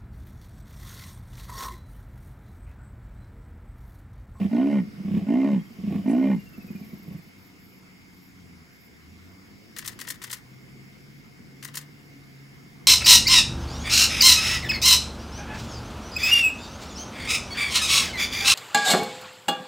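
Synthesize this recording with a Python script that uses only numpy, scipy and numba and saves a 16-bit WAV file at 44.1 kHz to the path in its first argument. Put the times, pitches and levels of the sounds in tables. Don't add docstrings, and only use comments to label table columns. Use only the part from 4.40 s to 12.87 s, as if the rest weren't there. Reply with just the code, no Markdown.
import sys
import numpy as np
from scipy import signal
from scipy.fft import rfft, irfft, next_fast_len
from scipy.io import wavfile
from scipy.ndimage import uniform_filter1d, map_coordinates
from numba import njit

SR = 44100
rng = np.random.default_rng(int(sys.argv[2]) if len(sys.argv) > 2 else 0)


def master_out(mix):
    frames = np.transpose(np.atleast_2d(mix))
    ceiling = np.clip(frames, -1, 1)
    pcm = np.round(ceiling * 32767).astype(np.int16)
    wavfile.write(sys.argv[1], SR, pcm)


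def gain_from_db(level_db):
    decades = np.asarray(level_db, float) / 20
    return 10 ** decades


N = 373527
TIME = np.arange(N) / SR


def unit(x):
    return x / np.sqrt(np.mean(x ** 2) + 1e-20)


def levelled(x, span_s):
    return x / np.sqrt(np.abs(uniform_filter1d(x ** 2, int(span_s * SR))) + 1e-12)


def along(points, hz):
    f, v = np.transpose(points)
    return np.interp(np.log(hz + 1), np.log(f + 1), v)


def curves(rows):
    s, *columns = np.transpose(rows)
    return [np.interp(TIME, s, c) for c in columns]


def during(tables, fade_s):
    return sum(np.clip(np.minimum(TIME - t[0][0], t[-1][0] - TIME) / fade_s, 0, 1) for t in tables)


def swells(rows, rise_db, fall_db):
    gain = 0
    for start, loudest, end, db in rows:
        shape_db = np.interp(TIME, [start, loudest, end], [-rise_db, 0, -fall_db])
        gain = gain + gain_from_db(db + shape_db) * during([[[start], [end]]], .006)
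    return gain


def wobble(rate):
    return map_coordinates(rng.standard_normal(int(N * rate / SR) + 4), [TIME * rate])


def phase(hz):
    return 2 * np.pi * np.cumsum(hz) / SR


def filtered(x, response):
    m = next_fast_len(N + SR // 2)
    return irfft(rfft(x, m) * response(np.fft.rfftfreq(m, 1 / SR)), m)[..., :N]


def hiss(spectrum):
    return unit(filtered(rng.standard_normal(N), lambda hz: gain_from_db(along(spectrum, hz))))


def band(hz, width_hz):
    return unit(filtered(rng.standard_normal((2, N)), lambda f: np.exp(-((f - hz) / width_hz) ** 2)))


@njit
def ringing(x, turn, keep):
    out, state = np.zeros(len(x)), 0j
    for i in range(len(x)):
        state = state * keep * np.exp(1j * turn[i]) + (1 - keep) * x[i]
        out[i] = state.real
    return out


def resonance(x, hz, width_hz):
    return 2 * ringing(x, 2 * np.pi * hz / SR, np.exp(-np.pi * width_hz / SR))


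# frequency in Hz, likeness from -1 to 1.
LIKENESS = [(60, 0.068), (150, 0.58), (380, 0.25), (950, 0.18), (2380, -0.39), (5980, 1), (15000, 0.76)]


def rush(spectrum, patchy_db):
    z = signal.stft(rng.standard_normal((2, N)), nperseg=512)[2]
    field = uniform_filter1d(rng.standard_normal(z.shape[1:]), size=5, axis=0)
    field = uniform_filter1d(field, size=12, axis=1)
    pair = signal.istft(z * gain_from_db(patchy_db * unit(field)), nperseg=512)[1][:, :N]

    def mid_side(hz):
        turn = np.arccos(np.clip(along(LIKENESS, hz), -1, 1)) / 2
        return gain_from_db(along(spectrum, hz)) * [np.cos(turn), np.sin(turn)]

    mid, side = filtered(pair, mid_side)
    return unit(np.array([mid + side, mid - side]))


# time in seconds, level in dB.
TRAFFIC = [(0, -48), (2, -48.5), (3.3, -53), (4.4, -53.5), (5, -51), (8.47, -51)]
# frequency in Hz, density in dB per Hz.
RUMBLE = [(12, -29), (20, -11.5), (129, 0.5), (183, 2.5), (286, -1.5), (499, -12), (604, -20.5), (720, -12),
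          (818, -48.5), (900, -45.5), (1170, -78), (1980, -120)]
# frequency in Hz, density in dB per Hz.
INSECTS = [(350, -30), (600, -32.5), (717, -14.5), (822, -4), (1670, -2), (2140, 1), (2560, -4),
           (4130, -12.5), (5430, -11), (7860, -20), (15800, -18)]
# centre in Hz, width in Hz, level in dB.
CHORUSES = [(757, 54, -78), (2150, 124, -64), (3710, 60, -79.5), (5020, 680, -66)]
# start in seconds, loudest in seconds, end in seconds, level in dB.
GRASS = (1.68, 1.715, 1.77, -52)


def night():
    traffic_db, = curves(TRAFFIC)
    rumble = gain_from_db(traffic_db + 0.9 * wobble(3.2)) * rush(RUMBLE, patchy_db=1.3)
    insects_db = -57 + 0.47 * (traffic_db - traffic_db.mean())
    insects = gain_from_db(insects_db + 0.27 * wobble(2.1)) * rush(INSECTS, patchy_db=1.83)
    choruses = sum(gain_from_db(db + .9 * wobble(3.33)) * band(hz, width) for hz, width, db in CHORUSES)
    crickets_db = -73.5 - 7 * (TIME < .7)
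    crickets = gain_from_db(crickets_db + 0.48 * wobble(1.5)) * band(hz=7070, width_hz=740)[0]
    grass = swells([GRASS], rise_db=10, fall_db=38) * band(hz=8600, width_hz=3500)
    return rumble + insects + choruses + crickets + grass


# time in seconds, peak level in dB, ring in Hz.
FLAPS = [(0.009, -14, 200), (0.05, -12.5, 198), (0.471, -29, 211), (0.534, -32, 208), (0.577, -28.5, 159),
         (0.6, -22, 197), (0.649, -18, 190.5), (0.68, -16, 208), (0.711, -15.5, 193), (0.741, -11, 196),
         (0.769, -10, 204), (0.818, -17.5, 197), (1.305, -32, 224), (1.387, -23, 191), (1.437, -18, 206),
         (1.475, -15, 200), (1.51, -15.5, 189), (1.554, -12.5, 199.7), (1.588, -18.5, 197),
         (2.18, -25.5, 205.5), (2.244, -29, 195), (2.304, -21.5, 203), (2.351, -24, 197), (2.412, -25, 198),
         (2.532, -24.5, 200), (2.68, -25.5, 159), (2.709, -24, 191), (2.748, -22, 161), (2.784, -35.5, 171),
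         (2.869, -38.5, 193)]


def flaps():
    rings, puffs, t = np.zeros(N), np.zeros(N), np.arange(SR // 8) / SR
    limp_s = 2.1

    def mode(hz, t60):
        return np.sin(2 * np.pi * hz * t) * gain_from_db(-60 * t / t60)

    for s, peak_db, hz in FLAPS:
        ring = gain_from_db(2.5) * mode(hz, .058) if s > limp_s else mode(hz, .105)
        ring += 0.11 * mode(1.725 * hz, 0.096) + 0.18 * mode(hz / 2, 0.13) + 0.038 * mode(2.2 * hz, 0.062)
        at = round(s * SR)
        rings[at:][:len(t)] *= np.exp(-t / 0.004)
        rings[at:][:len(t)] += gain_from_db(peak_db - 0.5) * ring * (1 - np.exp(-t / 0.0019))
        puffs[at:][:len(t)] += gain_from_db(peak_db - 60 * t / 0.064) * (1 - np.exp(-t / 0.0026))
    return rings, puffs


# start in seconds, loudest in seconds, end in seconds, level in dB.
RASPS = [
    (-.2, .04, .1, -20),
    (.56, .78, 0.89, -22.5),
    (1.36, 1.55, 1.684, -22),
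    (2.0, 2.45, 2.9, -39.5),
    (2.58, 2.72, 2.83, -38),
]
# frequency in Hz, density in dB per Hz.
BREATH = [(530, -48), (900, -68.5), (1110, 14.5), (1410, -69), (1740, 1), (1930, 0), (2630, 4.5),
          (3970, -7), (4310, -32), (4960, -22), (15000, -18.5)]


def rattles():
    cycles = np.cumsum(60 * gain_from_db(3 * wobble(30))) / SR
    lumps = .25 + np.exp(-3.5 * (cycles % 1))
    noise = lumps * rng.standard_normal(N)
    throat_hz = np.full(N, 197.)

    def twice(hz, first_width, then_hz, then_width):
        return resonance(resonance(noise, hz, first_width), then_hz, then_width)

    low = levelled(twice(throat_hz, 60, throat_hz, 115), .05)
    second = gain_from_db(-22) * unit(twice(3.25 * throat_hz, 90, 3.25 * throat_hz, 150))
    chest = gain_from_db(-27.5) * unit(resonance(noise, 0.7 * throat_hz, width_hz=23))
    mouth = gain_from_db(-16) * unit(twice(1.3 * throat_hz, 45, 1.4 * throat_hz, 110))
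    breath = gain_from_db(-24) * unit((lumps + 0.32) * hiss(BREATH))
    rasp = gain_from_db(-7.5) * low + chest + gain_from_db(-5.5) * (second + mouth + breath)
    rings, puffs = flaps()
    splashes = gain_from_db(-31) * puffs * unit(1.7 * second + mouth + 1.2 * breath)
    return rings + swells(RASPS, rise_db=20.5, fall_db=17.5) * rasp + splashes


# start in seconds, length in seconds, top pitch in Hz, seconds to the top pitch,
# sag of the voice there in dB.
ROARS = [
    (.128, .325, 73.04, .178, 4.5),
    (.885, 0.34, 70.9, 0.21, 3),
    (1.668, .33, 68.76, .215, 0.5),
]
# seconds after the start, first resonance in Hz,
# second resonance in Hz, strength of the second in dB.
JAW = [(-.03, 206, 603, -2), (.025, 250, 657, -2.5), (.075, 251, 672, 3), (.135, 261, 650, -3),
       (.19, 237.5, 602, 3), (.245, 208, 570, -0.5), (.3, 186, 558, -13), (.34, 168, 542, -20)]


def effort():
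    rows = np.array(ROARS)
    middle = rows[:, 0] + rows[:, 1] / 2
    start, length, top_hz, top, sag_db = rows[np.abs(TIME[:, None] - middle).argmin(axis=1)].T
    t = TIME - start
    tightens = np.sin(np.pi / 2 * np.clip(t / top, 0, 1))
    lets_go = np.cos(np.pi / 2 * np.clip((t - top) / (length - top), 0, 1)) ** 1.3
    slack = .735
    pitch = top_hz * (slack + (1 - slack) * tightens * lets_go)

    def blow(lead, end):
        attack = np.clip((t + lead) / 0.037 + 0.87, 0, 1) ** 1.8
        return attack * np.clip((end - t) / 0.084 + 0.26, 0, 1) ** 1.9

    voice = blow(0, length) * gain_from_db(-sag_db * np.exp(-((t - top) / .022) ** 2))
    mouth = blow(.008, length - 0.014)
    breath_grows_db = 13 * t
    s, *jaw = np.transpose(JAW)
    return pitch, voice, mouth, breath_grows_db, *[np.interp(t, s, c) for c in jaw]


# centre in Hz, width in Hz, level in dB.
UPPER_THROAT = [(838, 65, 3.5), (1067, 153, -4.5), (1469, 26, -1.5), (1840, 37, 1), (2105, 53, 1.5),
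                (2395, 40, -2), (2694, 160, -10), (3050, 180, -11.5), (3800, 470, -21.5),
                (7740, 14000, -42)]


def upper_throat(x):
    out = 0
    for k, (c, w, db) in enumerate(UPPER_THROAT):
        mode = filtered(x, lambda f: 1j * f * w / (c * c - f * f + 1j * f * w))
        out = out + (-1) ** k * gain_from_db(db + 1.7 * wobble(25)) * mode
    return out


def roars():
    pitch, voice, mouth, grows_db, first_hz, second_hz, second_db = effort()
    cycles = np.cumsum(pitch * (1 + .014 * wobble(50))) / SR
    size = gain_from_db(1.5 * rng.standard_normal(int(cycles[-1]) + 1))[cycles.astype(int)]
    pulses = unit(np.diff(np.floor(cycles), prepend=0) * size)
    air = unit((1 + 0.75 * np.cos(2 * np.pi * (cycles - .15))) * rng.standard_normal(N))
    source = pulses + .18 * air
    first = source
    for width_hz in (68.5, 81, 320):
        first = resonance(first, first_hz, width_hz)
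    skirt = gain_from_db(-30) * resonance(source, 1.3 * first_hz, width_hz=60)
    second = resonance(resonance(pulses + .4 * air, second_hz, width_hz=75), second_hz, width_hz=140)
    breath = unit(gain_from_db(1.8 * wobble(60)) * upper_throat(air + .16 * pulses))
    bright = gain_from_db(-18.5 + second_db) * levelled(second, 0.095) + gain_from_db(-26 + grows_db) * breath
    return gain_from_db(-20) * (voice * levelled(first + skirt, 0.035) + mouth * bright)


# time in seconds, pitch in Hz, level in dB.
TRILL = [(1.1, 3300, -72), (1.22, 3230, -53), (1.35, 3110, -65), (1.8, 2976, -56), (2.07, 2770, -53),
         (2.3, 2520, -51.5), (2.45, 2340, -54), (2.5, 2260, -55), (2.7, 2150, -74)]
# time in seconds, pitch in Hz, level in dB.
WHISTLE = [(.135, 3780, -71), (.155, 3350, -58), (.18, 3050, -57), (.21, 2770, -58.5)]


def birds():
    hz, db = curves(TRILL)
    beat = ((TIME - 2.072) * 13.8 + .5) % 1 - .5
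    notes = np.exp(-(beat / .15) ** 2)
    dipping_hz = hz * (1 + 0.19 * np.abs(beat) - .02)
    trill = gain_from_db(db + 2.2 * wobble(83)) * notes * np.sin(phase(dipping_hz))
    hz, db = curves(WHISTLE)
    whistle = gain_from_db(db) * np.sin(phase(hz))
    return during([TRILL], 0.031) * trill + during([WHISTLE], .01) * whistle


# start in seconds, loudest in seconds, end in seconds, level in dB.
LONG_BUZZ = (1.2, 2.5, 2.9, -61.5)
# start in seconds, loudest in seconds, end in seconds, level in dB.
CHIRPS = [
    (2.97, 3.06, 3.11, -63.5),
    (3.19, 3.24, 3.4, -63),
    (3.72, 3.86, 3.92, -63.5),
    (4.3, 4.34, 4.38, -68),
    (4.39, 4.45, 4.49, -62.5),
]


def katydid():
    tires_s, slurs_s = 2.5, 2.93
    rate = np.where(TIME < slurs_s, 22.4 - 10 * np.clip(TIME - tires_s, 0, None), 22.4)
    blur = np.where(TIME < slurs_s, .35 + .6 * np.exp(-((TIME - tires_s) / .1) ** 2), 1.5)
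    count = np.cumsum(rate) / SR
    strokes = blur + np.cos(np.pi * (count - count[round(2.005 * SR)])) ** 4
    strokes = strokes / np.sqrt(blur ** 2 + .75 * blur + 0.27)
    wing = [(9500, -24), (11300, -1), (12900, 6), (14400, -1), (16000, -11)]  # Hz, dB per Hz
    gain = swells([LONG_BUZZ], rise_db=13, fall_db=7) + swells(CHIRPS, rise_db=7, fall_db=6)
    return gain * gain_from_db(1.5) * strokes * np.array([hiss(wing), hiss(wing)])


# time in seconds, firing rate in Hz, level in dB, overtones in dB.
ENGINE = [(2.8, 93.26, -62.5, -2), (3.85, 92.07, -64.5, 8.5), (4, 89.9, -53, -7.5), (4.22, 80, -51.5, -4),
          (4.3, 75.6, -67, -23), (4.58, 71.94, -63, -22), (4.7, 81, -54, -16), (4.9, 92.3, -54.5, -3.5),
          (5.2, 102.7, -63.5, 4), (5.6, 118.7, -55, -1.5), (6, 126.5, -52, -19), (6.75, 140.9, -52.5, -10),
          (7, 136.5, -57, -11), (7.25, 138, -48, -6.5), (7.5, 147.6, -49, -13), (7.75, 138.2, -57.5, 3),
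          (7.95, 136.3, -50, -10.5), (8.47, 142.3, -52, -19)]
# frequency in Hz, gain in dB.
EXHAUST = [(150, 4), (280, -1), (420, -16)]


def vehicle():
    hz, load_db, over_db = curves(ENGINE)
    turn = phase(hz * (1 + 0.0067 * wobble(9.1)))

    def order(k, db):
        return gain_from_db(load_db + db + 2.2 * wobble(9)) * np.sin(k * turn)

    tones = order(1, 0.5)
    tones += order(1.5, -9) * (hz > 115)
    tones += sum(order(k, over_db + along(EXHAUST, k * hz)) for k in (2, 3))
    return tones * np.clip((TIME - 2) / 0.79, 0, 1)


# start in seconds, wait from opening to closing in seconds.
SHOTS = [
    (5.3638, 0.078),
    (5.5897, 0.078),
    (5.8169, .077),
    (7.2262, 0.11),
]
# peak in seconds, bright level in dB, low level in dB,
# rise in seconds, t60 in seconds.
OPENING = [
    (.001, -38, -35.5, 0.00096, 0.021),
    (.004, -41, -38.5, 0.0018, 0.083),
    (.013, -35, -45, 0.0018, 0.015),
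    (.023, -26, -44, 0.0017, 0.04),
    (0.027, -55, -32.5, .002, 0.029),
    (0.052, -43.5, -51, .002, 0.068),
    (.062, -54.5, -40.5, 0.0023, 0.039),
]
CLOSING = [
    (.001, -57, -49.5, .001, .03),
    (.006, -37, -47, .002, .03),
    (.010, -48, -34, .002, 0.022),
    (.017, -42, -40, 0.0034, .03),
    (0.021, -27, -44.5, 0.0039, 0.045),
    (.036, -25, -31.5, .0015, 0.019),
    (.040, -25, -35, 0.0042, .04),
    (0.053, -38.5, -39.5, 0.0018, 0.031),
    (.077, -44, -48, 0.0029, 0.066),
    (.091, -52, -46.5, 0.0016, 0.025),
]
# frequency in Hz, density in dB per Hz.
BODY = [(290, -28.5), (500, -11), (553, -24), (794, -23), (1000, -8), (1660, -7.5), (1890, -0.5),
        (2420, -13), (2670, -8.5), (5050, -4), (7240, -3), (13700, -7.5), (15800, -10)]
# frequency in Hz, left minus right in dB.
BODY_SIDE = [(60, 0.0), (150, 0.5), (380, -2), (950, 5), (2380, 13.5), (5980, 1.5), (15000, 5.5)]


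def camera():
    bright, low, t = np.zeros(N), np.zeros(N), np.arange(-SR // 100, SR // 8) / SR
    for start, wait in SHOTS:
        closing = [(row[0] + wait, *row[1:]) for row in CLOSING]
        for s, bright_db, low_db, rise, t60 in OPENING + closing:
            decay = 0.99 * gain_from_db(-60 * t / t60) + 0.084 * gain_from_db(-60 * t / 0.19)
            blow = np.where(t < 0, np.exp(-(t / rise) ** 2), decay)
            at = round((start + s + t[0]) * SR)
            scatter_db = rng.normal(0, 1, 2)
            bright[at:][:len(t)] += (gain_from_db(bright_db + scatter_db[0] - 5.5) * blow) ** 2
            low[at:][:len(t)] += (gain_from_db(low_db + scatter_db[1] + 3.5) * blow) ** 2
    grain = gain_from_db(1.3 * wobble(700)) * (rng.standard_normal(N) + 0.53 * rng.standard_normal((2, N)))
    norm = np.sqrt(np.mean(gain_from_db(2 * along(BODY, np.linspace(0, SR / 2, 999)))))

    def colour(hz):
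        return gain_from_db(along(BODY, hz) + np.outer([.5, -.5], along(BODY_SIDE, hz))) / norm

    def heavy(hz):
        return 1 / (1 + (hz / 3700) ** 4)

    thuds = filtered(np.sqrt(low) * grain, lambda hz: colour(hz) * heavy(hz))
    clicks = filtered(np.sqrt(bright) * grain, lambda hz: colour(hz) * (1 - heavy(hz)))
    return thuds + clicks


# frequency in Hz, t60 in seconds.
ECHOES = [(150, 0.41), (1000, .3), (8000, 0.044)]


def bush(x):
    hz, t, z = signal.stft(rng.standard_normal((2, SR // 2)), SR, nperseg=256)
    tail = signal.istft(z * gain_from_db(-60 * t / along(ECHOES, hz)[:, None]), SR, nperseg=256)[1]
    late = np.pad(np.atleast_2d(x), ((0, 0), (500, 0)))
    return signal.fftconvolve(late, tail / np.linalg.norm(tail[0]), axes=1)[:, :N]


# frequency in Hz, lead of the left in radians.
PORTS = [(0, -0.065), (260, -0.45), (1640, 0.48), (3960, -0.16), (4740, 0.5), (5770, 0.0), (16000, -0.0)]


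def scene():
    cat, still, far = roars() + rattles(), camera(), birds()

    def head(hz):
        return (1j * hz / 110) ** 2 / (1 + 1.3j * hz / 110 - (hz / 110) ** 2)

    cat = filtered(cat, head)
    sides = filtered(cat, lambda hz: np.exp(np.outer([.5j, -.5j], along(PORTS, hz))))
    near = sides * gain_from_db([[-.9], [.9]]) + gain_from_db(-25) * bush(cat)
    near += still + gain_from_db(-15) * bush(still)
    distant = vehicle() * gain_from_db([[.4], [-.4]])
    distant = distant + far * gain_from_db([[1.5], [-1.5]]) + gain_from_db(-9) * bush(far)
    return near + distant + katydid() + night()


def roll_off(x):
    return signal.sosfilt(signal.butter(12, 16490, fs=SR, output="sos"), x)


def record(dry):
    mix = filtered(dry, lambda hz: hz < 15830)
    return roll_off(mix)


dry = scene()
out = record(dry)
master_out(out)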